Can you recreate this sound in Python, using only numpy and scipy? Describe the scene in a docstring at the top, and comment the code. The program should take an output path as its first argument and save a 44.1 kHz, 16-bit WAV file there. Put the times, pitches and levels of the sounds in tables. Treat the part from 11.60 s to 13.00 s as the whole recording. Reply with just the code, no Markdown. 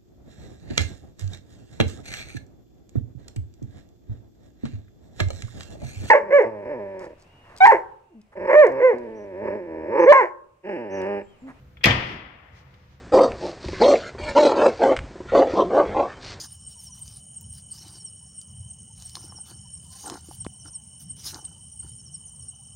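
"""Door slam in a machine shed

The latch strikes, the leaf thuds into its frame 15 ms later, and the latch rattles once. Steel and panel ring,
and the hall carries the bang away over a low ventilation hum. Afterwards shoes scuff and tap faintly on the
concrete, and clothing rustles."""
import sys
import numpy as np
from scipy import signal
from scipy.fft import rfft, irfft
from scipy.io import wavfile
from scipy.ndimage import uniform_filter1d, minimum_filter1d

SR = 44100
rng = np.random.default_rng(int(sys.argv[2]) if len(sys.argv) > 2 else 0)


def pcm_store(signal):
    """Save signal as 16-bit PCM."""
    levels = np.round(np.clip(np.atleast_2d(signal), -1, 1) * 32767)
    wavfile.write(sys.argv[1], SR, levels.astype(np.int16).T)


N = 61739

SLAM_S, BOOM_S = 0.2565, 0.269
# tone of the panel's clatter (frequency [Hz], relative level [dB])
CLATTER_EQ = [(25, -15), (65, -4), (130, 0), (260, -1), (380, -5), (750, -9), (1150, -2), (1450, -9),
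              (1850, 2), (2500, -9), (4700, -15), (6500, -25), (9000, -46), (15000, -42)]
# ring of the panel (frequency [Hz], level [dB], t60 [s])
PANEL_MODES = [(207, -29.5, 0.35), (266.7, -24, 0.2), (490.3, -27.5, .33), (685, -24, 0.28),
               (964.7, -29, 0.77), (1218.7, -28, 0.58)]
# boom of the whole leaf flexing (frequency [Hz], level [dB], t60 [s])
FLEX_MODES = [(68.1, -19, .36), (102.3, -16.5, .27), (126.25, -18.5, 0.51)]


def door_leaf():
    """The leaf hits the frame: a pressure thump, a ringing clatter, then an unsteady boom."""
    thump = ring([(235, -5, 0.016)], SLAM_S, waver=0)  # one heavily damped low mode
    boom = ring(FLEX_MODES, BOOM_S, waver=3.5, attack=0.007)
    clatter = undb(-11.5) * strike(SLAM_S, t60=0.22) * noise(CLATTER_EQ)
    panel = ring(PANEL_MODES, SLAM_S, waver=0.5)
    return thump + boom + clatter + panel


# light first touches of the latch (time [s], level [dB], t60 [s], low-pass [Hz])
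LATCH_TOUCHES = [(0.1691, -46.5, .06, 6000), (0.2088, -44.5, 0.15, 2384)]
# tone of the touches (frequency [Hz], relative level [dB])
TOUCH_EQ = [(120, -24), (250, -2), (850, -12), (1500, -2), (2400, 1.5), (3000, -8), (3330, 7.5),
            (3750, -14), (8000, -36)]
# the latch striking, then rattling (time [s], level [dB], t60 [s], pan left [dB])
LATCH_KNOCKS = [(0.2351, -27, 0.074, 5.5), (0.2385, -17, 0.037, 7.5), (0.2415, -5.5, 0.044, 7),
                (0.3069, -15, 0.065, 8.5)]
# tone of the knocks (frequency [Hz], relative level [dB])
KNOCK_EQ = [(60, -42.5), (250, -22), (500, -6), (800, -24), (1150, -10.5), (1500, -20.5), (1850, 3),
            (2200, -1.5), (2500, 3.5), (2950, -6), (3400, 3), (3950, -27), (5000, -25.5), (7500, -31.5),
            (10000, -52), (16000, -47.5)]
# sharp metal clicks of the bolt (time [s], level [dB], t60 [s], pan left [dB])
BOLT_CLICKS = [(0.2354, -38, 0.026, -6), (0.2398, -22.5, 0.055, -11.5), (0.2421, -17, 0.008, 0),
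               (0.256, -14, 0.018, -9.5)]
# tone of the clicks (frequency [Hz], relative level [dB])
CLICK_EQ = [(1000, -19), (3500, -1.5), (4700, 7), (7000, -10), (9000, -16), (12000, -14), (15500, -13)]
# ring of the latch steel (frequency [Hz], level [dB], t60 [s])
LATCH_MODES = [(1784, -26, .38), (1829, -24, 0.51), (1950, -10, .04), (1995, -27.5, 0.91),
               (2260, -22, 0.27), (2420, -26, 0.47), (2462, -26, 0.57), (2722, -23.5, .3),
               (3200, -23.5, 0.19), (3312, -10, .026), (3430, -24, 0.21), (4040, -36, .3)]


def latch():
    """The latch touches, strikes and rattles; the bolt clicks and the hardest knock rings the steel."""
    touches = sum(undb(db) * contact(start, t60) * low_pass(noise(TOUCH_EQ, lean=0), cutoff)
                  for start, db, t60, cutoff in LATCH_TOUCHES)
    knocks = sum(undb(db) * contact(start, t60) * noise(KNOCK_EQ, lean=0) * pan(left_db)
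                 for start, db, t60, left_db in LATCH_KNOCKS)
    clicks = sum(undb(db) * strike(start, t60, attack=0.00031) * noise(CLICK_EQ, lean=0) * pan(left_db)
                 for start, db, t60, left_db in BOLT_CLICKS)
    hardest_s = max(LATCH_KNOCKS, key=lambda knock: knock[1])[0]
    steel = ring(LATCH_MODES, hardest_s, waver=0.28)
    return touches * pan(left_db=4) + knocks + clicks + steel


def contact(start, t60):
    """The envelope of a latch contact, prolonged by nearby walls."""
    direct = strike(start, t60, attack=0.00068)
    reflected = undb(-20) * strike(start, t60=0.32, attack=0.0048)
    return np.hypot(direct, reflected)


HALL_DB, HALL_START_S = -17.5, 0.243
BASS_HZ = 400  # below this only the leaf stirs the hall, not the latch
# body of the reverb (frequency [Hz], relative level [dB], t60 [s])
REVERB_BANDS = [(30, -10.5, 0.94), (64, 0.5, 1), (130, 2, 0.74), (250, -3, 1), (397, -5.5, 0.89),
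                (680, -2.5, 0.72), (1150, -5, 0.79), (1500, -10, 1), (1989, -3.5, 0.83), (2578, -6, 0.97),
                (3370, -7, 0.79), (3910, -16.5, 0.76), (5030, -15.5, 0.65), (7750, -39, .48),
                (15000, -45, 0.33)]
# long tail from the far end (frequency [Hz], level re the body [dB])
TAIL_EQ = [(250, -28), (700, -18.5), (1500, -15), (2500, -22.5), (5000, -35)]
# far-wall bounce, above then below BASS_HZ (time [s], half length [s], level re the body [dB])
WALL_BOUNCES = [(0.494, 0.055, -24), (0.53, 0.04, -17)]


def hall():
    """Diffuse reverb, decaying band by band; the far walls return a soft swell and a long, dull tail."""
    spectrum, out = rfft(noise(REVERB_BANDS)), 0
    octave = np.log2(np.maximum(np.arange(N // 2 + 1) * SR / N, 1))
    for centre in np.arange(4, 14.6, 0.5):  # overlapping half-octave bands
        hz = 2 ** centre
        band = irfft(spectrum * np.maximum(1 - 2 * abs(octave - centre), 0), N)
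        is_bass = hz < BASS_HZ
        start = SLAM_S if is_bass else HALL_START_S
        body = strike(start, t60=curve(REVERB_BANDS, hz, column=2), attack=0.028)
        tail = undb(curve(TAIL_EQ, hz)) * strike(start, t60=2.32, attack=0.11)
        peak_s, half_s, db = WALL_BOUNCES[int(is_bass)]
        bounce = undb(db) * swell(peak_s, half_s)
        out += band * np.sqrt(body ** 2 + tail ** 2 + bounce ** 2)
    return undb(HALL_DB) * out


# a small heel tap (time [s], level [dB], t60 [s])
HEEL_TAP = [(1.139, -50, 0.05)]
# tone of the tap (frequency [Hz], relative level [dB])
HEEL_EQ = [(300, 2), (2200, 2), (3400, 5), (4800, -5.5), (7000, -18), (10000, -26)]
# soft scuffs and one broad clothing rustle (time [s], half length [s], level [dB], pan left [dB], low-pass
# [Hz])
SCUFFS_AND_RUSTLE = [(0.982, 0.029, -59, -1.5, 12800), (1.193, 0.2, -69, -3, 7050),
                     (1.33, 0.027, -68, -7.5, 9770)]
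# tone of the scuffs and the rustle (frequency [Hz], relative level [dB])
SCUFF_EQ = [(300, -0.5), (3300, 2.5), (6000, -2.5), (8500, -17), (15000, -25)]


def movement():
    """Soft swells of sole friction on concrete, a broad clothing rustle, and one small heel tap."""
    out = sum(undb(db) * strike(start, t60) * noise(HEEL_EQ, lean=0) for start, db, t60 in HEEL_TAP)
    for peak_s, half_s, db, left_db, cutoff in SCUFFS_AND_RUSTLE:
        friction = low_pass(noise(SCUFF_EQ, lean=0), cutoff)
        out += undb(db) * swell(peak_s, half_s) * friction * pan(left_db)
    return out


# tone of the rushing air (frequency [Hz], relative level [dB])
RUSH_EQ = [(25, -9), (70, 4), (130, 4), (200, -8), (330, -13), (600, -15.5), (900, -22.5), (1400, -19.5),
           (2500, -27), (7000, -39), (9000, -46.5), (15000, -38.5)]
# ventilation hum (frequency [Hz], level re the rush [dB])
HUM_TONES = [(59, -7.5), (76, -5), (134, -6.5), (190, -14), (501, -16.5)]
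# level ride of the ventilation bed (time [s], level [dB])
VENT_RIDE = [(0, -51), (.25, -53.5), (.68, -62), (.95, -54.5), (1.4, -55.5)]


def ventilation():
    """A bed of low rushing air and hum; both dip for a moment after the bang."""
    t = np.arange(N) / SR
    hum = sum(undb(db) * np.sqrt(2) * np.sin(2 * np.pi * (hz * t + rng.random()))
              for hz, db in HUM_TONES)
    level_db = np.interp(t, *np.array(VENT_RIDE).T)
    return undb(level_db) * (hum + noise(RUSH_EQ, lean=0))


WAVER_FULL_HZ = 1000  # modes below this waver less
# stereo image of the shed (frequency [Hz], pan left [dB], left-right correlation [-1 to 1])
STEREO_IMAGE = [(60, -0.5, 1), (150, -0.5, 0.9), (298, -1.5, 0.9), (600, 0.5, 0.2), (1060, 5, -.1),
                (1640, 8, 0), (2230, 8.5, 0.29), (3250, 4.5, 0), (4497, -1.5, 0), (7000, -12, 0),
                (12000, -7, 0)]


def ring(modes, start, waver, attack=0.001):
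    """Struck modes, wavering as reflections join them; the high ones waver more and sound wider."""
    age = np.arange(N) / SR - start
    out, flip = 0, np.array([[1], [-1]])
    for hz, db, t60 in modes:
        width = np.clip(1 - curve(STEREO_IMAGE, hz, column=2), 0, 1)
        spread = rng.uniform(-np.pi, np.pi) * width / 2
        drift = uniform_filter1d(uniform_filter1d(rng.standard_normal((2, N)), size=700), size=700)
        mid, side = drift / drift.std()
        depth = min(hz / WAVER_FULL_HZ, 1)
        phase = 2 * np.pi * hz * age + spread * flip + waver * depth * (mid + depth * side * flip)
        out -= undb(db) * strike(start, t60, attack) * np.sin(phase) * pan(curve(STEREO_IMAGE, hz))
    return out


def noise(eq, lean=1):
    """Unit-level noise, near mono in the bass and wide on top; lean scales the image's panning."""
    hz = np.arange(N // 2 + 1) * SR / N
    mid, side = np.exp(2j * np.pi * rng.random((2, len(hz))))
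    correlation = np.clip(curve(STEREO_IMAGE, hz, column=2), -1, 1)
    pair = mid * np.sqrt(1 + correlation) + side * np.sqrt(1 - correlation) * np.array([[1], [-1]])
    x = irfft(pair * undb(curve(eq, hz)) * pan(lean * curve(STEREO_IMAGE, hz)) * (hz > 18), N)
    return x / x.std()


def strike(start, t60, attack=0.0014):
    """A percussive envelope: quick rise, exponential decay."""
    age = np.maximum(np.arange(N) / SR - start, 0)
    return (1 - np.exp(-age / attack)) * np.exp(-np.log(1000) * age / t60)


def swell(peak_s, half_s):
    """A bell-shaped fade in and out."""
    return np.exp(-((np.arange(N) / SR - peak_s) / half_s) ** 2 / 2)


def low_pass(x, cutoff):
    """A soft contact loses its treble."""
    return signal.sosfilt(signal.butter(2, cutoff, fs=SR, output="sos"), x)


def curve(table, hz, column=1):
    """A table column read on a log-frequency axis."""
    rows = np.array(table, float)
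    return np.interp(np.log(np.maximum(hz, 1)), np.log(rows[:, 0]), rows[:, column])


def pan(left_db):
    """Stereo gains that put the left side left_db above the right."""
    return undb(np.vstack([left_db, -left_db]) / 2)


def undb(db):
    return 10 ** (np.asarray(db) / 20)


def scene():
    """The slam up front, the hall behind it, faint movement and ventilation underneath."""
    return latch() + door_leaf() + hall() + movement() + ventilation()


def record(dry):
    """A fast limiter holds down each side's peaks, then a steep low-pass trims the top."""
    ceiling, top_hz, window = 0.96, 15400, 89  # the window spans 2 ms
    needed_gain = np.minimum(1, ceiling / (abs(dry) + 1e-9))
    gain = uniform_filter1d(minimum_filter1d(needed_gain, size=window), size=window)
    return signal.sosfilt(signal.ellip(8, 0.2, 70, top_hz, fs=SR, output="sos"), dry * gain)


dry = scene()
out = record(dry)
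pcm_store(out)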